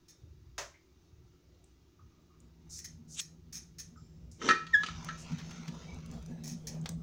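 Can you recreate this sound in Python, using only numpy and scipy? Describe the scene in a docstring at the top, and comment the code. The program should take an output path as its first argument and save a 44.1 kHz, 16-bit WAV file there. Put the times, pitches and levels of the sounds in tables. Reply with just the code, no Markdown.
"""A solid-fuel furnace drones behind its steel door: turbulence rings firebox, flue and casing.
Someone steps up with a sole slap, gritty scuffs and rustling clothes, and the fire grows louder.
The latch scrapes and clanks free, the hinge sticks and slips in squeaks, and air rushes through the gap.
The open firebox throbs close by; embers snap, wood splits and wood gas whistles.
Light ticks and taps sound now and then over the faint air of a small, bare boiler room."""
import sys
import numpy as np
from scipy import signal
from scipy.fft import rfft, irfft
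from scipy.io import wavfile
from scipy.ndimage import uniform_filter1d

SR = 44100
rng = np.random.default_rng(int(sys.argv[2]) if len(sys.argv) > 2 else 0)


def put_to_file(sound):
    """Save the sound as 16-bit audio at rate SR, in the file named by the first command-line argument."""
    columns = np.atleast_2d(sound).T  # one column per channel
    safe = np.clip(columns, -1, 1)
    whole_steps = np.round(safe * 32767)
    wavfile.write(sys.argv[1], SR, whole_steps.astype(np.int16))


N = 309582
TIME = np.arange(N) / SR


def fire():
    """Flames flutter and ring firebox, flue and casing; air rushes in as the door opens."""
    # resonances: centre_hz, width_hz, level_db
    firebox_modes = [(159.4, 13.4, 2), (174.5, 15.2, -4.5), (233.7, 22.3, -6.5)]
    flue_modes = [(61.1, 13, -5.5), (80.6, 16, -6), (113, 40, -9.5)]
    casing_modes = [(281.3, 27, 0.5), (351, 4.9, -1), (379.3, 9.9, -6.5), (438.6, 10, -3)]
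    # flame flares, flue gulps: start_s, length_s, added_level_db
    flares = [(5.04, 0.091, -4), (5.29, 0.056, 8.5), (5.669, 0.033, 3.5), (6.071, 0.1, 1.5),
              (6.279, 0.04, 3.5), (6.387, 0.18, -1), (6.735, 0.092, 7.5), (6.884, 0.11, 0.5)]
    gulps = [(.22, 0.62, 3), (1.1, 0.46, 4.5), (2.0, 0.079, 7.5), (2.4, 0.36, -5.5), (3.95, 0.073, 3),
             (4.88, 0.15, 3.5), (5.28, 0.21, -3.5), (5.92, 0.049, 0), (6.15, .06, 0), (6.76, 0.22, -4)]
    # flame spectrum: freq_hz, level_db
    flame_spectrum = [(20, 7), (45, -4), (120, 0), (230, 0.5), (300, -6.5), (430, -2), (540, -2.5),
                      (740, -6.5), (1000, -14), (1500, -21.5), (3000, -25.5)]
    flare, gulp = swells(flares), swells(gulps)
    throb = flare * undb(2 * walk(rate_hz=16))
    drone = cavity(firebox_modes, steadiness=0.96) * throb * gulp ** 0.11
    drone *= nearness(far_db=-71.5, shut_db=-56, open_db=-46.5, lean_db=-42.5)
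    rumble = cavity(flue_modes, steadiness=0.9) * gulp * undb(3.5 * walk(rate_hz=11))
    rumble *= nearness(far_db=-64.5, shut_db=-58, open_db=-55, lean_db=-51)
    casing = cavity(casing_modes, steadiness=0.77) * throb ** 0.54
    casing *= nearness(far_db=-79.5, shut_db=-73, open_db=-65, lean_db=-61.5)
    flutter = colour(noise(), flame_spectrum) * flare ** 0.17 * undb(2.4 * walk(rate_hz=18))
    flutter *= nearness(far_db=-74.5, shut_db=-71.5, open_db=-55, lean_db=-56)
    return drone + rumble + casing + eddies(flutter + air_rush(), depth_db=3.5)


def cavity(modes, steadiness):
    """Turbulence rings resonances, rms 1; steadiness (0 to 1) evens out slow swells."""
    ringing = sum(undb(db) * band_noise(hz, width_hz) for hz, width_hz, db in modes)
    power = uniform_filter1d(ringing ** 2, SR // 12) + 1e-9
    return unit(ringing / power ** (steadiness / 2))


def nearness(far_db, shut_db, open_db, lean_db):
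    """Gain of one fire voice: ramps during each move, holds between."""
    step_up_s, door_swing_s, lean_in_s = (1.82, 3.06), (4.37, 5.15), (6, 7.6)
    levels_db = [far_db, shut_db, shut_db, open_db, open_db, lean_db]
    return undb(np.interp(TIME, [*step_up_s, *door_swing_s, *lean_in_s], levels_db))


def swells(table):
    """Gain resting at 1, with one swell added per row."""
    rise_s = 0.018
    return 1 + strokes([(start_s, rise_s, length_s, db) for start_s, length_s, db in table])


def eddies(x, depth_db):
    """Eddies swell and sink neighbouring bands independently, about ten times a second."""
    bands = signal.stft(x, nperseg=1024)[2]
    swell = uniform_filter1d(rng.standard_normal(bands.shape), size=7, axis=0)
    swell = unit(uniform_filter1d(swell, size=9, axis=1))
    return signal.istft(bands * unit(undb(depth_db * swell)))[1][:N]


def air_rush():
    """Air drawn past the door: a grainy, hollow hiss."""
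    # hiss spectrum: freq_hz, level_db
    rush_spectrum = [(200, -3), (700, 1.5), (1310, 5), (1650, 0.5), (2000, 3.5), (2900, -1), (4000, 1),
                     (5000, 0), (6300, 0), (9000, -19), (12000, -23), (16000, -21.5)]
    hiss = colour(grains(rate_hz=5100, spread_db=1), rush_spectrum)
    return hollow(hiss * draught() * undb(walk(rate_hz=25)), t60_s=0.09, echo_db=-5)


def draught():
    """Draught gain: builds through the first narrow gap, holds, eases with the door wide."""
    start_s, rise_s, hold_s = 4.395, 0.41, 0.8
    shut_db, gap_db, fall_db_per_s = -78, -52, 18.5
    t = TIME - start_s
    opening_db = (gap_db - shut_db) * np.clip(t / rise_s, 0, 1)
    easing_db = fall_db_per_s * np.maximum(t - rise_s - hold_s, 0)
    return undb(shut_db + opening_db - easing_db)


def embers():
    """Embers snap and burning wood splits over a fine sizzle that follows the draught."""
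    # ember snaps: start_s, level_db
    snap_events = [(5.046, -31), (5.383, -46), (5.511, -45), (5.945, -46), (6.061, -41), (6.114, -42),
                   (6.226, -46), (6.261, -40), (6.478, -31), (6.891, -24.5)]
    # wood splits: start_s, level_db, t60_s
    cracks = [(5.318, -48, 0.11), (5.385, -44, 0.15), (5.509, -42.5, 0.067), (5.68, -38.5, 0.051),
              (6.839, -60, 0.08), (6.8585, -30.5, 0.034)]
    # spectra: freq_hz, level_db
    ember_spectrum = [(300, 0), (1200, -3.5), (2500, -9), (4500, -1), (7000, 5.5), (10000, 4), (16000, 0.5)]
    split_spectrum = [(300, -7), (750, 3.5), (1150, 4), (1600, 3), (2400, 2.5), (3600, 2.5), (5500, 0.5),
                      (9000, -10), (16000, -7.5)]
    snap_t60_s = 0.014
    sizzle = grains(rate_hz=50, spread_db=3) * draught() * undb(-25.5)
    snaps = bursts([(start_s, db, snap_t60_s) for start_s, db in snap_events])
    crackle = colour(snaps + sizzle, ember_spectrum) + colour(bursts(cracks), split_spectrum)
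    return room(crackle, wet_db=-12.5, t60_s=0.21)


def whistles():
    """Jets of wood gas sing briefly, half tone and half hiss."""
    # gas jets: start_s, length_s, pitch_hz, level_db
    jets = [(5.855, 0.12, 2290, -55.5), (6.288, 0.13, 1682, -65)]
    out = np.zeros(N)
    for start_s, length_s, hz, db in jets:
        swell = np.sin(np.pi * np.clip((TIME - start_s) / length_s, 0, 1))
        out += undb(db) * swell * band_noise(hz, width_hz=62)
    return out


def door():
    """Latch, clanks and hinge with their room tails; the small rings share the latch's tail."""
    contacts = room(latch() + clanks() + small_rings(), wet_db=-10.5, t60_s=0.34)
    return contacts + room(hinge(), wet_db=-16.5, t60_s=0.29)


def latch():
    """The latch grinds along its catch."""
    # slide envelope: time_s, level_db
    slide = [(4.385, -67), (4.412, -48), (4.425, -37), (4.51, -31), (4.56, -55.5)]
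    # scrape spectrum: freq_hz, level_db
    scrape_spectrum = [(25, -24.5), (95, 4), (160, -1), (240, 7.5), (310, 7.5), (420, 12.5), (700, -1.5),
                       (1500, -1.5), (2400, -2.5), (3300, -0.5), (4600, -13), (6000, -1.5), (9000, -20),
                       (16000, -38)]
    friction = grains(rate_hz=2800, spread_db=-2.5) * gesture(slide)
    return hollow(colour(friction, scrape_spectrum), t60_s=0.03, echo_db=-2.5)


def clanks():
    """Each blow rings the steel door's modes in its own mix; soft contact leaves the high ones quiet."""
    # door modes: freq_hz, level_db, t60_s
    modes = [(236, -18, 0.28), (337, -27, 0.069), (452, -45.5, 0.66), (1350, -37, .09), (1314.6, 3, 0.21),
             (1395, -8, 0.17), (1440, -26.5, 0.19), (1523, -14.5, 0.252), (1724, 0, 0.1),
             (1868, -2.5, 0.21), (2440, -17.5, .25), (2700, -16.5, 0.16), (3154, -22, .17),
             (3440, -43, 0.24), (3830, -39, 0.54), (4400, -35, 0.22), (5300, -26, 0.11), (5680, -16, 0.11)]
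    # blows: start_s, ring_db, contact_db, brightness_hz, hand_damping (1 = free)
    blows = [(4.416, -31.5, -47, 2530, 3.4), (4.443, -14, -58, 500, 4), (4.4884, -16, -22, 6000, 1.45),
             (4.495, -22, -48, 3000, 1.3), (4.509, -19.5, -28.5, 4000, 1.83),
             (4.667, -50, -43.5, 4000, 2.2), (4.834, -26.5, -30.5, 1420, 3.1), (4.863, -51, -32, 6000, 1.2),
             (4.886, -25.5, -40, 1110, 6.2), (5.087, -33, -40, 1650, 1.25)]
    # contact spectrum: freq_hz, level_db
    steel_spectrum = [(100, -11), (350, 5), (700, -1.5), (1400, -11.5), (2300, 11), (3000, 13.5),
                      (4500, 10.5), (6000, 0), (9300, -4), (11000, -18), (16000, -29)]
    out, t = np.zeros(N), TIME[:SR // 2]
    mode_hz, mode_db, t60_s = np.transpose(modes)
    onset = np.minimum(t / 0.0011, 1)  # the plate takes a moment to move
    for start_s, ring_db, _, bright_hz, damping in blows:
        detune, mix = rng.standard_normal((2, len(mode_hz)))
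        hz = mode_hz * (1 + 0.0042 * detune)
        weights = undb(ring_db + mode_db + 1.5 * mix) / np.sqrt(1 + (mode_hz / bright_hz) ** 6)
        rings = fade(t * damping, t60_s[:, None]) * np.sin(2 * np.pi * hz[:, None] * t)
        add(out, start_s, weights @ rings * onset)
    chatter = 1 + 0.068 * walk(rate_hz=260)  # loose parts against the plate
    contact = bursts([(start_s, db, 0.06) for start_s, _, db, _, _ in blows])
    return out * chatter + colour(contact, steel_spectrum)


def hinge():
    """Dry steel sticks and slips: near-pure squeaks that settle in pitch, with rough overtones."""
    # slips: start_s, rise_s, length_s, level_db, first_hz, settled_hz
    slips = [(4.729, 0.021, 0.023, -13.5, 1894, 1682), (4.793, 0.019, .04, -32.5, 1796, 1695),
             (5.087, 0.01, 0.019, -45, 1468, 1650)]
    overtones_db = [-21.5, -32.5, -37.5, -42, -53, -54.5, -52.5]
    settle_s = 0.015
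    out, t = np.zeros(N), TIME[:SR // 4]
    waver = 1 + 0.0077 * walk(rate_hz=500)[:len(t)]
    jitter_rad = [0.98 * walk(rate_hz=380)[:len(t)] for _ in overtones_db]
    for start_s, rise_s, length_s, db, first_hz, settled_hz in slips:
        hz = settled_hz + (first_hz - settled_hz) * np.exp(-(t / settle_s) ** 2)
        phase = 2 * np.pi * np.cumsum(hz * waver) / SR
        squeak = np.sin(phase)
        for harmonic, (overtone_db, jitter) in enumerate(zip(overtones_db, jitter_rad), 2):
            squeak += undb(overtone_db) * np.sin(harmonic * phase + jitter)
        attack = np.sin(np.pi / 2 * np.minimum(t / rise_s, 1)) ** 2
        release = fade(np.maximum(t - length_s, 0), t60_s=0.11)
        add(out, start_s, np.sqrt(2) * undb(db) * attack * release * squeak)
    return out


def small_rings():
    """Light ticks and taps, plus the brief ring of grit under two shoe scuffs."""
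    # decaying noise bands: start_s, centre_hz, width_hz, level_db, t60_s
    rings = [(.087, 5520, 1100, -62, 0.25), (.087, 3650, 90, -71.5, 0.64), (.74, 2130, 500, -60, 0.21),
             (1.642, 8300, 1800, -45, 0.015), (1.99, 1210, 220, -60.5, 0.18), (2.1, 1166, 180, -73.5, 0.96),
             (2.29, 1184, 150, -68, 0.62), (2.403, 8100, 2010, -48.5, 0.015), (2.785, 1900, 260, -54, .09),
             (2.845, 1900, 260, -50, 0.1), (3.958, 1290, 128, -49.5, 0.1), (3.96, 7330, 467, -69, 1),
             (3.97, 5260, 700, -70, 0.96), (6.814, 7700, 2000, -44.5, 0.016)]
    out, t = np.zeros(N), TIME[:SR]
    for start_s, hz, width_hz, db, t60_s in rings:
        add(out, start_s, undb(db) * fade(t, t60_s) * band_noise(hz, width_hz)[:SR])
    return out


def shoes():
    """Soles roll grit over concrete; one slaps down, one drags harder until it sticks."""
    # scuffs: start_s, rise_s, length_s, relative_db
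    scuff_strokes = [(0.081, .003, 0.026, -55.5), (2.72, 0.024, 0.065, -57), (2.784, 0.002, 0.0056, -43.5),
                     (2.842, 0.003, 0.007, -39.5), (3.201, 0.0033, 0.005, -36), (3.524, 0.0053, 0.051, -43),
                     (3.783, 0.0054, 0.017, -41.5), (6.436, 0.0023, 0.086, -46),
                     (6.669, 0.0023, 0.011, -37.5)]
    # drag envelope: time_s, level_db
    drag_curve = [(3.13, -76), (3.17, -44), (3.19, -34), (3.198, -25), (3.205, -32.5), (3.21, -64)]
    # sandal slap: start_s, level_db, t60_s
    slap_events = [(.58, -29.5, 0.23)]
    # spectra: freq_hz, level_db
    grit_spectrum = [(400, -56), (1100, -14), (1550, -12), (1900, -1), (2150, -10), (2400, -2.5),
                     (2800, -14), (4000, -3.5), (5300, -3), (6400, 1), (7500, -2), (11000, 5), (16000, 3)]
    sole_spectrum = [(500, -37), (1400, -15.5), (2100, -11.5), (2700, -2), (3600, 1), (4600, -10.5),
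                     (6000, -4), (7800, 6.5), (9000, -2), (11000, -11), (16000, -22)]
    slap_spectrum = [(150, -40), (400, -2.5), (540, -1.5), (645, 12), (770, -4.5), (930, 2), (2000, -1.5),
                     (3000, -7), (4500, -7), (6000, -3), (9000, -11), (16000, -12)]
    grit = colour(grains(rate_hz=6300, spread_db=2.5) * strokes(scuff_strokes), grit_spectrum) * undb(3.5)
    scuffs = grit + undb(8.5) * resonance(grit, hz=6390, width_hz=97)
    scuffs += undb(6) * resonance(grit, hz=5440, width_hz=580)
    drag = colour(noise() * gesture(drag_curve), sole_spectrum)
    slap = colour(bursts(slap_events), slap_spectrum)
    return (room(scuffs, wet_db=-6.5, t60_s=0.28)
            + room(drag, wet_db=-35, t60_s=0.25)
            + room(slap, wet_db=-14, t60_s=0.37))


def clothes():
    """Cloth brushes in short, fine-grained strokes."""
    # rustles: start_s, rise_s, length_s, relative_db
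    rustles = [(2.69, 0.03, 0.095, -45.5), (3.075, .075, 0.078, -46.5), (4.312, .004, 0.0066, -55),
               (4.33, 0.0089, 0.051, -70), (5.175, 0.0075, 0.048, -52)]
    # cloth spectrum: freq_hz, level_db
    cloth_spectrum = [(800, -29), (2900, -32), (4000, -11), (5500, 2), (7500, 3), (10000, -2.5),
                      (13000, -5), (16000, -12.5)]
    friction = grains(rate_hz=17000, spread_db=-4) * strokes(rustles)
    return room(colour(friction, cloth_spectrum) * undb(2), wet_db=-6.5, t60_s=0.28)


def room_air():
    """Faint, steady, hollow noise of the room."""
    # air spectrum: freq_hz, level_db
    air_spectrum = [(20, 15), (100, 4), (290, 15), (360, 20), (500, -8), (1000, -2), (2500, -6), (4000, -6),
                    (5500, -4.5), (8000, -14), (16000, 0.5)]
    return hollow(colour(noise(), air_spectrum) * undb(-64), t60_s=0.12, echo_db=-8)


def room(x, wet_db, t60_s):
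    """Close bare walls add a short dense tail."""
    t = TIME[:SR // 2]
    tail = rng.standard_normal(len(t)) * fade(t, t60_s) * (t > 0.004)
    tail = signal.sosfilt(signal.butter(2, 9000, fs=SR, output="sos"), tail)
    return x + undb(wet_db) * convolve(x, tail)


def hollow(x, t60_s, echo_db):
    """Early echoes off hard surfaces ripple the spectrum."""
    t = TIME[:SR // 8]
    echoes = rng.standard_normal(len(t)) * fade(t, t60_s)
    echoes *= undb(echo_db) / np.linalg.norm(echoes)
    echoes[0] = 1  # direct sound
    return convolve(x, echoes)


def undb(db):
    """Decibels to gain."""
    return 10 ** (np.asarray(db) / 20)


def unit(x):
    """Scale to rms 1."""
    return x / np.sqrt(np.mean(x ** 2))


def noise():
    """White noise."""
    return rng.standard_normal(N)


def walk(rate_hz):
    """Smooth random wander, rms 1."""
    hold = int(SR / rate_hz)
    steps = np.repeat(rng.standard_normal(N // hold + 1), hold)
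    return unit(uniform_filter1d(steps, hold)[:N])


def grains(rate_hz, spread_db):
    """Tiny random clicks of uneven size, rms 1."""
    clicks = noise() * (rng.random(N) < rate_hz / SR)
    return unit(clicks * undb(spread_db * np.minimum(rng.exponential(size=N), 4)))


def bursts(table):
    """One decaying noise puff per row."""
    out, t = np.zeros(N), TIME[:SR // 2]
    for start_s, db, t60_s in table:
        add(out, start_s, undb(db) * fade(t, t60_s) * rng.standard_normal(len(t)))
    return out


def strokes(table):
    """Envelope that builds, holds and lets go once per row."""
    out, t = np.zeros(N), TIME[:SR // 2]
    for start_s, rise_s, length_s, db in table:
        release = fade(np.maximum(t - length_s, 0), t60_s=0.088)
        add(out, start_s, undb(db) * np.minimum(t / rise_s, 1) * release)
    return out


def gesture(curve):
    """Gain along (time_s, level_db) rows, silent before and after."""
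    time_s, db = np.transpose(curve)
    return undb(np.interp(TIME, time_s, db)) * (TIME > time_s[0]) * (TIME < time_s[-1])


def fade(t, t60_s):
    """Exponential decay, 60 dB down at t60_s."""
    return np.exp(-np.log(1000) * t / t60_s)


def add(track, start_s, sound):
    """Mix a sound in at start_s."""
    i = int(start_s * SR)
    track[i:i + len(sound)] += sound[:N - i]


def resonance(x, hz, width_hz):
    """One resonance, gain 1 at its centre."""
    return signal.lfilter(*signal.iirpeak(hz, hz / width_hz, fs=SR), x)


def band_noise(hz, width_hz):
    """Noise in one steep band, rms 1."""
    return unit(resonance(resonance(noise(), hz, width_hz), hz, width_hz))


def response(spectrum, size=4096):
    """Minimum-phase impulse response from (freq_hz, level_db) rows."""
    hz, db = np.transpose(spectrum)
    shape_db = np.interp(np.log(np.fft.rfftfreq(size, 1 / SR) + 1), np.log(hz), db)
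    cepstrum = irfft(np.log(undb(shape_db)))
    cepstrum[1:size // 2] *= 2
    cepstrum[size // 2 + 1:] = 0
    return irfft(np.exp(rfft(cepstrum)))


def convolve(x, impulse):
    """Filter by an impulse response scaled to unit energy."""
    return signal.fftconvolve(x, impulse / np.linalg.norm(impulse))[:N]


def colour(x, spectrum):
    """Give white sound a spectrum and keep its power."""
    return convolve(x, response(spectrum))


def scene():
    """Furnace, door and footwork over the room's air, mono."""
    return (fire() + whistles() + embers() + door() + shoes() + clothes() + room_air())[None]


def record(dry):
    """Small microphone: presence peak, weak top with a narrow port resonance, steep cut-off."""
    # microphone response: freq_hz, gain_db
    microphone = [(20, -2), (5000, -3.5), (6500, -1), (7100, -4.5), (8000, -10), (10000, -13.5),
                  (13600, -23.5), (15200, -9.5), (16000, -19)]
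    cutoff_hz = 16200
    heard = signal.fftconvolve(dry, response(microphone)[None], axes=1)[:, :N]
    return signal.sosfilt(signal.ellip(10, 0.2, 70, cutoff_hz, fs=SR, output="sos"), heard)


dry = scene()
out = record(dry)
put_to_file(out)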